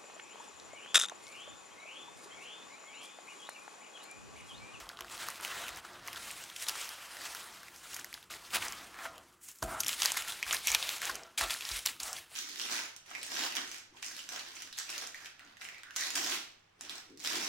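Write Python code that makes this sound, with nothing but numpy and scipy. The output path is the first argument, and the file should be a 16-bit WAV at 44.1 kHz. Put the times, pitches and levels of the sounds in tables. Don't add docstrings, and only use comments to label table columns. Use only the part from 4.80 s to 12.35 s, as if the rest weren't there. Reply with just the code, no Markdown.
import sys
import numpy as np
from scipy import signal
from scipy.fft import rfft, irfft, next_fast_len
from scipy.io import wavfile
from scipy.ndimage import uniform_filter1d

SR = 44100
rng = np.random.default_rng(int(sys.argv[2]) if len(sys.argv) > 2 else 0)


def field_ratio(decibels):
    return 10 ** (np.asarray(decibels, dtype=float) / 20)


def to_wav(s):
    ch = np.atleast_2d(s).T
    pcm = np.round(np.clip(ch, -1, 1) * 32767)
    wavfile.write(sys.argv[1], SR, pcm.astype(np.int16))


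N = 332955


def rms_one(x):
    return x / np.sqrt(np.mean(x ** 2) + 1e-20)


def band(x, low_hz, high_hz):
    sos = signal.butter(2, [low_hz, min(high_hz, 0.45 * SR)], "band", fs=SR, output="sos")
    return signal.sosfilt(sos, x)


def drift(rate_hz):
    r = np.exp(-40 * np.pi * rate_hz / SR)
    slow = signal.lfilter([1], [1, -2 * r, r * r], rng.standard_normal(N // 20 + 4002))[4000:]
    return np.interp(np.arange(N) / 20, np.arange(len(slow)), rms_one(slow))


def ring(x, hz, t60_s):
    r, w = field_ratio(-60 / (t60_s * SR)), 2 * np.pi * hz / SR
    return signal.lfilter([0, np.sin(w)], [1, -2 * r * np.cos(w), r * r], x + 1e-18)


# pitch_hz, density_db (per Hz)
PAPER_COLOUR = [(15, -37), (25, -12), (49, -15), (166, -13), (310, -11), (346, -9), (519, -8.5),
                (663, -6.5), (823, -2.5), (1420, 0.5), (3100, 0.5), (8690, -10.5), (10500, -8.5),
                (12400, -17.5), (16200, -15)]


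def paper_db(hz):
    colour_hz, colour_db = np.transpose(PAPER_COLOUR)
    return np.interp(np.log(hz), np.log(colour_hz), colour_db)


def zone_db(low_hz, high_hz):
    hz = np.linspace(low_hz, high_hz, 200)
    return 10 * np.log10(np.mean(field_ratio(2 * paper_db(hz))) * (high_hz - low_hz))


def grains(per_s, spread_db, clump):
    sizes = field_ratio(spread_db * np.minimum(rng.exponential(1, N), 5)) * rng.choice([-1, 1], N)
    return rms_one(sizes * (rng.random(N) < per_s * clump / SR))


# peak_s, rustle_db, swell_s, fade_s, brightness_db; swell and fade span 20 dB
PULLS_ON_SHEET = [(0.0, -45, .1, 0.13, -4), (.15, -56.5, 0.65, 1.3, -9), (0.319, -49.5, 0.13, 0.61, -1),
                  (0.431, -45, 0.35, 0.64, -2.5), (.63, -46.5, 0.033, 0.33, 5), (.8, -43.5, 1, 0.77, -5),
                  (0.991, -61, 0.31, .06, -2), (1.06, -55.5, 0.21, .4, -5.5), (1.15, -54, 0.4, 0.42, -9),
                  (1.274, -49.5, 0.15, 0.63, -4.5), (1.37, -48.5, 0.19, 0.62, -1.5),
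                  (1.48, -47.5, .4, .5, 0.5), (1.62, -50.5, 0.44, 0.75, -0.5),
                  (1.821, -43.5, 0.14, 0.22, 4), (1.889, -40.5, 0.068, 0.19, 0),
                  (1.973, -42.5, 0.17, 0.59, 0.5), (2.471, -45.5, 1.08, 1.1, -1.5),
                  (2.95, -65, 0.29, 1.6, 13), (3.153, -49, 0.53, 0.5, 1.5), (3.2, -51, .1, 0.28, -1.5),
                  (3.35, -57, 0.39, .5, -0.5), (3.507, -47.5, 0.011, .25, 1), (3.55, -50, 0.11, 0.24, -1.5),
                  (3.65, -54, 0.12, 0.4, -2), (3.71, -50.5, 0.046, .2, 2), (3.747, -31, 0.033, 0.12, -1.5),
                  (3.82, -42, 0.063, 0.61, -3), (4.26, -50.5, 0.39, 0.13, 0), (4.33, -60.5, .2, 0.4, -9),
                  (4.45, -65.5, 0.48, .5, -1), (4.615, -68, .02, .2, 20), (4.638, -59.5, 0.05, 0.13, 23.5),
                  (4.69, -55.5, 0.068, 0.11, 12), (4.77, -68.5, 0.27, 0.23, 21)]
# peak_s, rustle_db, swell_s, fade_s, brightness_db
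TUCKS_OF_LINING = [(4.834, -45, 0.013, 0.083, 5), (4.92, -52, 0.49, 0.84, 9), (5.005, -47, .03, .12, 8),
                   (5.082, -39.5, 0.11, .3, 2), (5.14, -42, .15, 0.27, 0), (5.205, -39.5, 0.095, 0.16, 5),
                   (5.254, -30, 0.11, 0.21, -1.5), (5.382, -36.5, 0.16, 0.13, -2),
                   (5.484, -40, 0.27, 0.46, -2), (5.742, -33, 0.18, 0.17, -1),
                   (5.88, -36.5, 0.13, 0.27, 3.5), (5.95, -33, 0.13, 0.055, -3.5),
                   (6.05, -39, 0.75, 0.82, -3.5), (6.163, -39, 0.4, 0.11, -0.5),
                   (6.225, -37.5, 0.054, 0.63, -3.5), (6.293, -38.5, 0.1, 0.26, -7.5),
                   (6.359, -48, 0.11, 0.35, -9), (6.578, -33.5, 0.0046, 0.2, 2),
                   (6.61, -32, 0.024, 0.22, -4), (6.707, -35, 0.032, 0.18, 1.5),
                   (6.85, -43.5, 0.63, 0.67, 0), (6.965, -40.5, 0.34, 0.2, 1), (7.058, -36, 0.013, 0.16, 3),
                   (7.1, -47.5, .1, 0.32, -0.5), (7.203, -45.5, 0.014, 0.38, -1),
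                   (7.28, -43.5, 0.15, 0.14, 9), (7.371, -44.5, 0.16, 0.17, 0), (7.55, -50.5, 0.15, .1, -2)]
# loose_db, lining_db, brightness_share (ratio), pace (ratio), stillness_db
STROKE_ANSWERS = [
    (-4, -11, -0.82, 1.3, -71.5),
    (0, -1, 0.085, 1.63, -92),
    (-0.5, -2, 0.6, 1.8, -75.5),
]


def strokes():
    t = np.arange(0, N + 32, 32) / SR
    rows = np.concatenate([PULLS_ON_SHEET, TUCKS_OF_LINING])
    s, db, swell, fade, bright_db = rows.T[:, :, None]
    rising, falling = (s - t) / np.maximum(swell, 0.005), (t - s) / np.maximum(fade, 0.02)
    lost_db = 20 * np.maximum(rising, falling)
    previous, following = np.r_[s[:1], s[:-1]], np.r_[s[1:], s[-1:]]
    lost_db += 20 * np.maximum(0, np.maximum(previous - t, t - following)) / 0.082
    loose = np.arange(len(s))[:, None] < len(PULLS_ON_SHEET)
    levels = []
    for loose_db, lining_db, share, pace, still_db in STROKE_ANSWERS:
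        stroke_db = db + np.where(loose, loose_db, lining_db) + share * bright_db - pace * lost_db
        power = field_ratio(2 * still_db) + field_ratio(2 * stroke_db).sum(axis=0)
        levels.append(np.interp(np.arange(N) / SR, t, 10 * np.log10(power)))
    return levels


# time_s, rumble_db
HAND_WEIGHT = [(0.0, -70.5), (1.4, -68.5), (1.9, -74), (3.45, -72.5), (3.85, -64.5), (4.8, -80),
               (4.83, -51), (5.178, -72.5), (5.55, -70), (5.9, -69.5), (6.59, -71.5), (6.884, -73),
               (7.3, -71), (7.55, -76)]
# low_hz, high_hz
HANDLING_ZONES = [
    (30, 120),
    (120, 400),
    (400, 1800),
    (1800, 6000),
    (6000, 15500),
]


def rustle():
    drum_db, rustle_db, hiss_db = strokes()
    weight_s, weight_db = np.transpose(HAND_WEIGHT)
    shake_db = np.interp(np.arange(N) / SR, weight_s, weight_db)
    levels = (shake_db, shake_db + 4, drum_db, rustle_db, hiss_db)
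    efforts = np.array([level - zone_db(*limits) for level, limits in zip(levels, HANDLING_ZONES)])
    efforts[:2] += 0.52 * (drum_db - uniform_filter1d(drum_db, size=SR // 2))
    creasing = np.clip((rustle_db + 67.0) / 20, 0.5, 2)
    centres = np.log([np.sqrt(low * high) for low, high in HANDLING_ZONES])
    flutter = drift(25)
    slips = grains(1100, 4.5, field_ratio(5.0 * flutter))
    smooth = rng.standard_normal((2, N))
    edges, out = np.geomspace(32, 16600, 28), 0
    for k, (low, high) in enumerate(zip(edges, edges[1:])):
        hz = np.sqrt(low * high)
        place = np.interp(np.log(hz), centres, np.arange(5))
        place = np.floor(place) + np.clip(2 * (place % 1) - 0.5, 0, 1)
        effort_db = sum(max(1 - abs(place - z), 0) * efforts[z] for z in range(5))
        grit = np.clip(np.log(hz / 300) / 1.95, 0, 1)
        friction = smooth[k % 2] * field_ratio(1.33 * grit * flutter) + 0.81 * grit * creasing * slips
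        patch = rms_one(band(friction, low, high))
        level_db = effort_db + paper_db(hz) + 0.4 + 1.56 * drift(12.2)
        out = out + field_ratio(level_db) * np.sqrt(high - low) * patch
    return out


# pitch_hz, level_db, t60_s
TRAY_MODES = [(355.8, -1.5, 0.41), (480, -9.5, 0.53), (634, -1.5, 0.29), (667.6, 1.5, 0.24),
              (748, -3, 0.27), (1115, -15, 0.12), (1250, -5.5, 0.46), (1340, 1, 0.19), (1390, -5, 0.3),
              (1550, -32, 0.3)]


def lined_tray(x):
    metal = sum(field_ratio(db) * ring(x, hz, t60) * (-1) ** k for k, (hz, db, t60) in enumerate(TRAY_MODES))
    return x + field_ratio(-57.0) * metal


def nearness_db(hz, favoured_hz):
    return -7 * np.log2(hz / favoured_hz) ** 2


# thump_db, tray_ring_db, favoured_pitch_hz
LOAF_PATS = [(-43, -39, 630), (-62, -54, 430), (-46.5, -49, 920), (-47.5, -52.5, 210), (-80, -46.5, 1900),
             (-63, -51.5, 340), (-60, -75, 400), (-62, -66, 360), (-59, -73, 400), (-53, -70, 400),
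             (-62, -65, 360)]
PAT_MOMENTS = [4.826, 6.297, 6.61, 6.905, 4.259, .208, .005, .89, 5.65, 5.89, 7.21]
# pitch_hz, level_db, t60_s
TABLE_MODES = [(49, -0.5, 0.26), (63.6, -0.5, .15), (89, -10, 0.22), (140, -23, 0.11)]


def pats():
    thump_db, tray_db, favoured_hz = np.transpose(LOAF_PATS)
    at, push = (np.array(PAT_MOMENTS) * SR).astype(int), np.zeros(N)
    push[at] = field_ratio(thump_db)
    soft = np.hanning(500)
    table = sum(field_ratio(db) * ring(push, hz, t60) for hz, db, t60 in TABLE_MODES)
    out = np.convolve(table, soft / soft.sum() * 2)[:N]
    dying = signal.lfilter([1], [1, -field_ratio(-60 / (0.19 * SR))], push)
    out += field_ratio(-13) * dying * rms_one(band(rng.standard_normal(N), 70, 600))
    for hz, db, t60 in TRAY_MODES:
        tap = np.zeros(N)
        tap[at] = field_ratio(tray_db + db + nearness_db(hz, favoured_hz))
        out += ring(tap, hz, t60)
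    return out


# time_s, peak_db, patch_pitch_hz, bright_part_db # creases, strong and slight, buckling as
SHEET_CREASES = [(.0911, -26.5, 3850, -1), (.1719, -33.5, 3280, -13), (.208, -25.5, 2820, 5),
                 (.2221, -34, 2860, -14), (.2463, -33, 1420, -10), (.2982, -35, 3000, -1),
                 (.4859, -21.5, 1400, 1), (.5028, -26, 9000, -22), (.61, -31, 8500, -7),
                 (.649, -20.5, 2560, -3), (.882, -24.5, 2750, 2), (.8903, -25, 1910, 1),
                 (.9716, -33, 1680, 2), (1.2761, -25.5, 1460, 11), (1.2823, -26.5, 2360, -9),
                 (1.3306, -27, 2520, 4), (1.5061, -28.5, 2390, -20), (1.5127, -27.5, 8960, -7),
                 (1.6392, -30.5, 8200, -21), (1.8245, -24.5, 5600, 4), (1.8675, -25.5, 3880, -4),
                 (1.8946, -16, 3470, 6), (1.979, -32, 3120, 11), (2.0141, -23.5, 6060, -11),
                 (2.091, -27.5, 4120, 4), (2.5491, -26, 1460, 4), (2.8319, -36.5, 1530, 0),
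                 (2.8831, -35, 2082, -9.5),
                 (3.165, -22, 1940, 5), (3.1964, -28, 6430, 0), (3.212, -34, 2540, -11),
                 (3.2454, -22.5, 1910, 5), (3.3285, -30.5, 2040, -1), (3.341, -26, 3870, 3.5),
                 (3.377, -39, 1530, -33), (3.4281, -39, 3530, 1), (3.4405, -42, 4260, 3),
                 (3.527, -31, 1270, 9), (3.7683, -17, 3080, -2), (3.883, -22, 5930, -11),
                 (3.9233, -25, 5900, 0), (4.248, -39, 1550, -20), (4.1436, -39, 1906, -20),
                 (4.3806, -36, 3200, 3), (4.7147, -34.5, 7540, 11), (5.0343, -22, 3160, -1),
                 (5.067, -18, 6300, -2), (5.0827, -11.5, 7540, 23), (5.2024, -23, 2900, 2),
                 (5.22, -14, 5960, -24), (5.232, -14, 3320, 1), (5.2579, -7, 4850, -1.5),
                 (5.3195, -13.5, 7160, -6),
                 (5.4222, -24, 2400, 2), (5.6281, -17.5, 2330, -12), (5.6652, -31, 1490, -9),
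                  (5.7098, -16, 2900, -17), (5.728, -12.5, 6270, -3), (5.7463, -16, 1900, 1),
                  (5.8719, -8.5, 8200, 16), (5.9173, -13.5, 6440, -7), (5.948, -6.5, 3000, 1),
                  (6.027, -18.5, 3130, -20), (6.0913, -18, 3340, 4), (6.218, -21.5, 1900, 0),
                  (6.254, -18.5, 7110, -1), (6.355, -22, 5140, 5), (6.434, -35.5, 5570, -24),
                  (6.698, -24, 3200, -7), (6.7404, -21, 4760, 6), (6.8087, -23, 3150, -3),
                  (6.8227, -29, 2850, -14), (6.8519, -24, 4440, -13), (6.8903, -20.5, 3530, 5),
                  (6.962, -24, 2890, 17), (7.0606, -9.5, 5970, 10.5), (7.071, -16.5, 3780, -21),
                  (6.9915, -25, 3700, 5), (7.33, -20.5, 6500, 1),
                 (.0685, -40, 1070, -20), (.115, -41, 705, -30), (.19, -39, 2800, -8),
                  (.2822, -39, 2480, -10), (.3784, -29.5, 3200, -3), (.5585, -34, 3000, 2),
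                  (.596, -38.5, 2060, -19.5), (.632, -34, 1120, -3), (.7202, -35, 1030, -12),
                  (.8663, -32, 2660, -5), (.961, -32, 6130, 2.5), (1.0, -41, 7000, 0),
                  (1.1956, -44, 3200, -5), (1.227, -49, 1200, -24), (1.347, -34, 1500, -3),
                  (1.3607, -29, 3430, -5), (1.372, -36, 1700, -1), (1.7992, -33, 4560, 0),
                  (1.955, -30, 1320, -15), (2.369, -30, 1940, -3), (2.9616, -36, 6010, 4),
                  (3.109, -42, 1600, -20), (3.1324, -30.5, 2640, 2), (3.192, -32, 1700, -8),
                  (3.349, -39, 2000, -8), (3.503, -35.5, 1260, -3), (3.539, -32, 2200, -9),
                  (3.65, -41, 3210, -17), (3.7056, -33, 3060, -2), (3.738, -22, 2400, -3),
                  (3.8503, -26, 1820, 0), (4.527, -52, 7000, 5), (4.542, -58, 6550, 5),
                  (4.7577, -41, 8330, 8), (4.7872, -37.5, 7120, 6), (5.0466, -24, 6020, 3),
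                  (5.13, -20, 3190, 0), (5.303, -21.5, 3050, -1), (5.357, -31, 1640, -8),
                  (5.4826, -23.5, 2150, 10), (5.734, -19, 2300, 3), (5.768, -20.5, 3950, -5),
                  (5.904, -19, 2140, -2), (5.923, -24, 2500, -2), (6.182, -28, 6000, 5),
                  (6.345, -31, 6000, 1), (6.637, -23.5, 1340, -6), (6.9687, -22, 7880, -1),
                  (7.09, -25.5, 2310, -5), (7.516, -50, 785, -11)]
FLEXED_SHEET = [(0.099, -35, 1600, -30), (0.19, -34.5, 1270, -28), (.2082, -34, 1400, -30),
                (0.6, -32, 1400, -30), (1.2825, -35, 970, -30), (3.5, -38, 3200, -12),
                (5.7315, -18, 1670, -20), (6.3, -28, 1370, -30), (5.9484, -14, 5900, -8),
                (5.8722, -19, 2800, -20), (5.0635, -22.5, 2700, -3), (4.838, -26, 8500, -10),
                (5.2205, -18, 3300, -10), (6.5775, -24, 3000, 0), (1.376, -32, 3500, -3),
                (1.7, -34, 3000, -3)]
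BROAD_FOLDS = [(1.05, -33.5, 1280, -29), (1.7633, -27.5, 3000, 4.5), (1.8856, -17, 3500, 9),
               (3.1444, -27, 4220, 22), (3.8238, -26.5, 2520, -13), (4.189, -34, 1940, -20),
               (4.2595, -39, 1420, -21), (4.687, -30, 7800, 3), (4.8266, -19, 1250, -1),
               (5.005, -15, 6400, 24), (5.092, -18, 3060, 3), (5.371, -17, 1850, 0.5),
               (5.6348, -28, 2670, -15), (5.8814, -19, 3020, -24), (6.2298, -29, 1800, -14),
               (6.2973, -22.5, 1400, -7), (6.581, -21, 3240, -7), (6.611, -24.5, 1390, -5),
               (6.7064, -20, 3280, -4), (6.916, -26, 4300, -15), (7.2018, -24.5, 4300, 2.5),
               (7.2323, -24, 6730, -4), (7.367, -29, 3770, -5)]


def creases():
    tick_count, tick_db, spread_db, low_hz, high_hz = 260, 6, 3, 1200, 9000
    when, size, pitch, shine = rng.random((tick_count - len(FLEXED_SHEET), 4)).T
    s = 0.01 + when * (N / SR - 0.02)
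    rustle_db = strokes()[1][(s * SR).astype(int)]
    db = rustle_db + tick_db - spread_db * np.log(np.maximum(size, 0.12))
    small = np.transpose([s, db, low_hz * (high_hz / low_hz) ** pitch, 3 - 18 * shine])
    rows = np.concatenate([SHEET_CREASES,
                           small, FLEXED_SHEET, BROAD_FOLDS])
    ms = 0.4 * (3000 / rows[:, 2]) ** 0.11 * field_ratio(3 * rng.standard_normal(len(rows)))
    ms[-len(BROAD_FOLDS):] = 1.94
    return np.column_stack([rows, ms])


def snaps():
    out, lead = np.zeros(N + 4000), 200
    t = (np.arange(2000) - lead) / SR
    for s, db, hz, bright_db, width_ms in creases():
        noise = rng.standard_normal((2, 2000))
        width_s = max(width_ms, 0.1) / 1000
        crack = np.exp(-np.abs(t) / width_s / np.where(t < 0, 1.2, 1.8))
        shape = crack + 0.4 * (t > 0) * field_ratio(-60 * t / 0.024)
        burst = (noise + 6 * (t == 0)) * shape
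        patch = rms_one(band(burst[0], hz / 1.29, hz * 1.235))
        broad = 0.63 * rms_one(band(burst[0], 844, 1940)) + rms_one(band(burst[0], 1860, 5500))
        bright = 0.72 * rms_one(band(burst[1], 4950, 7830)) + 0.64 * rms_one(band(burst[1], 7800, 12500))
        snap = 0.93 * patch + 0.43 * broad + field_ratio(bright_db - 0.5) * bright
        i = round(s * SR) - lead
        out[i:i + len(t)] += field_ratio(db - 1.0) * snap / np.abs(snap).max()
    return out[:N]


def rub_swell(middle_s, length_s):
    t = np.arange(N) / SR
    return np.cos(np.pi * np.clip((t - middle_s) / length_s, -0.5, 0.5)) ** 2


# length_s, level_db, favoured_pitch_hz
TRAY_RUBS = [(0.027, -37, 1260), (0.23, -38, 1150), (0.23, -45, 1020), (0.25, -44.5, 1370),
             (0.1, -37.5, 950), (0.28, -51.5, 580), (0.23, -54.5, 830)]
RUB_MOMENTS = [4.259, 4.94, 7.29, 4.22, 6.63, 6.38, 4.36]


def rubs():
    out = 0
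    for hz, mode_db, t60 in TRAY_MODES:
        swell = sum(field_ratio(db + nearness_db(hz, favoured_hz)) * rub_swell(s, length)
                    for s, (length, db, favoured_hz) in zip(RUB_MOMENTS, TRAY_RUBS))
        out = out + field_ratio(mode_db - 40) * ring(swell * rng.standard_normal(N), hz, t60)
    return out


def skin():
    noise, out = rng.standard_normal(N), 0
    for s, (length, db, hz) in zip(RUB_MOMENTS, TRAY_RUBS):
        scuff = rms_one(band(noise, hz / 1.63, hz * 1.4))
        out = out + field_ratio(db - 3.5) * rub_swell(s, length) * scuff
    return out


def kitchen(x):
    size = next_fast_len(N + SR)
    hz = np.arange(size // 2 + 1) * SR / size
    t60_s = 0.25 / (1 + hz / 6000)
    response = 0
    for k, lag_s in enumerate(rng.uniform(0.006, 0.026, 12)):
        loop = field_ratio(-60 * lag_s / t60_s) * np.exp(-2j * np.pi * hz * lag_s)
        response = response + loop / (1 - loop) * (-1) ** k
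    return irfft(rfft(x, size) * response, size)[:N]


def scene():
    hits = snaps() + pats()
    mono = hits + field_ratio(-24) * kitchen(hits) + lined_tray(rustle()) + rubs() + skin()
    return np.array([mono, mono])


# start_s, end_s, pitch_hz
TREBLE_TONES = [(.1, .47, 14062), (.64, .85, 14812), (1.33, 2.42, 14812), (1.33, 2.78, 15562),
                (3.17, 3.7, 15562), (2.97, 4.35, 14812), (2.97, 3.55, 14062), (2.97, 3.32, 13312),
                (3.73, 4.15, 13312), (4.68, 7.0, 15562), (5.87, 6.9, 14812), (7.05, 7.38, 14812),
                (6.58, 7.0, 14062)]


def whistles(x):
    out, t = x.copy(), np.arange(N) / SR
    for start_s, end_s, hz in TREBLE_TONES:
        on = slice(round(start_s * SR), round(end_s * SR))
        sos = signal.butter(2, [hz - 560, hz + 190], "band", fs=SR, output="sos")
        hiss = signal.sosfiltfilt(sos, x[on])
        level = np.sqrt(uniform_filter1d(hiss ** 2, size=300) + 1e-14)
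        out[on] += 0.9 * level * np.sin(2 * np.pi * hz * t[on]) - 0.6 * hiss
    return out


def low_pass(x):
    return signal.sosfilt(signal.butter(12, 16670, fs=SR, output="sos"), x)


def record(dry):
    body_sos = signal.ellip(10, 0.5, 70, 15840, fs=SR, output="sos")
    top_sos = signal.ellip(6, 0.5, 70, [15900, 16500], "band", fs=SR, output="sos")
    body, top = signal.sosfilt(body_sos, dry[0]), signal.sosfilt(top_sos, dry[0])
    sudden = uniform_filter1d(top ** 2, size=200) / (uniform_filter1d(top ** 2, size=4000) + 1e-16)
    body = body + 0.2 * top * np.clip(sudden - 5, 0, 1)
    bass_cut = signal.butter(7, 39, "high", fs=SR, output="sos")
    mono = whistles(signal.sosfilt(bass_cut, body))
    return low_pass(np.array([mono, mono]))


dry = scene()
out = record(dry)
to_wav(out)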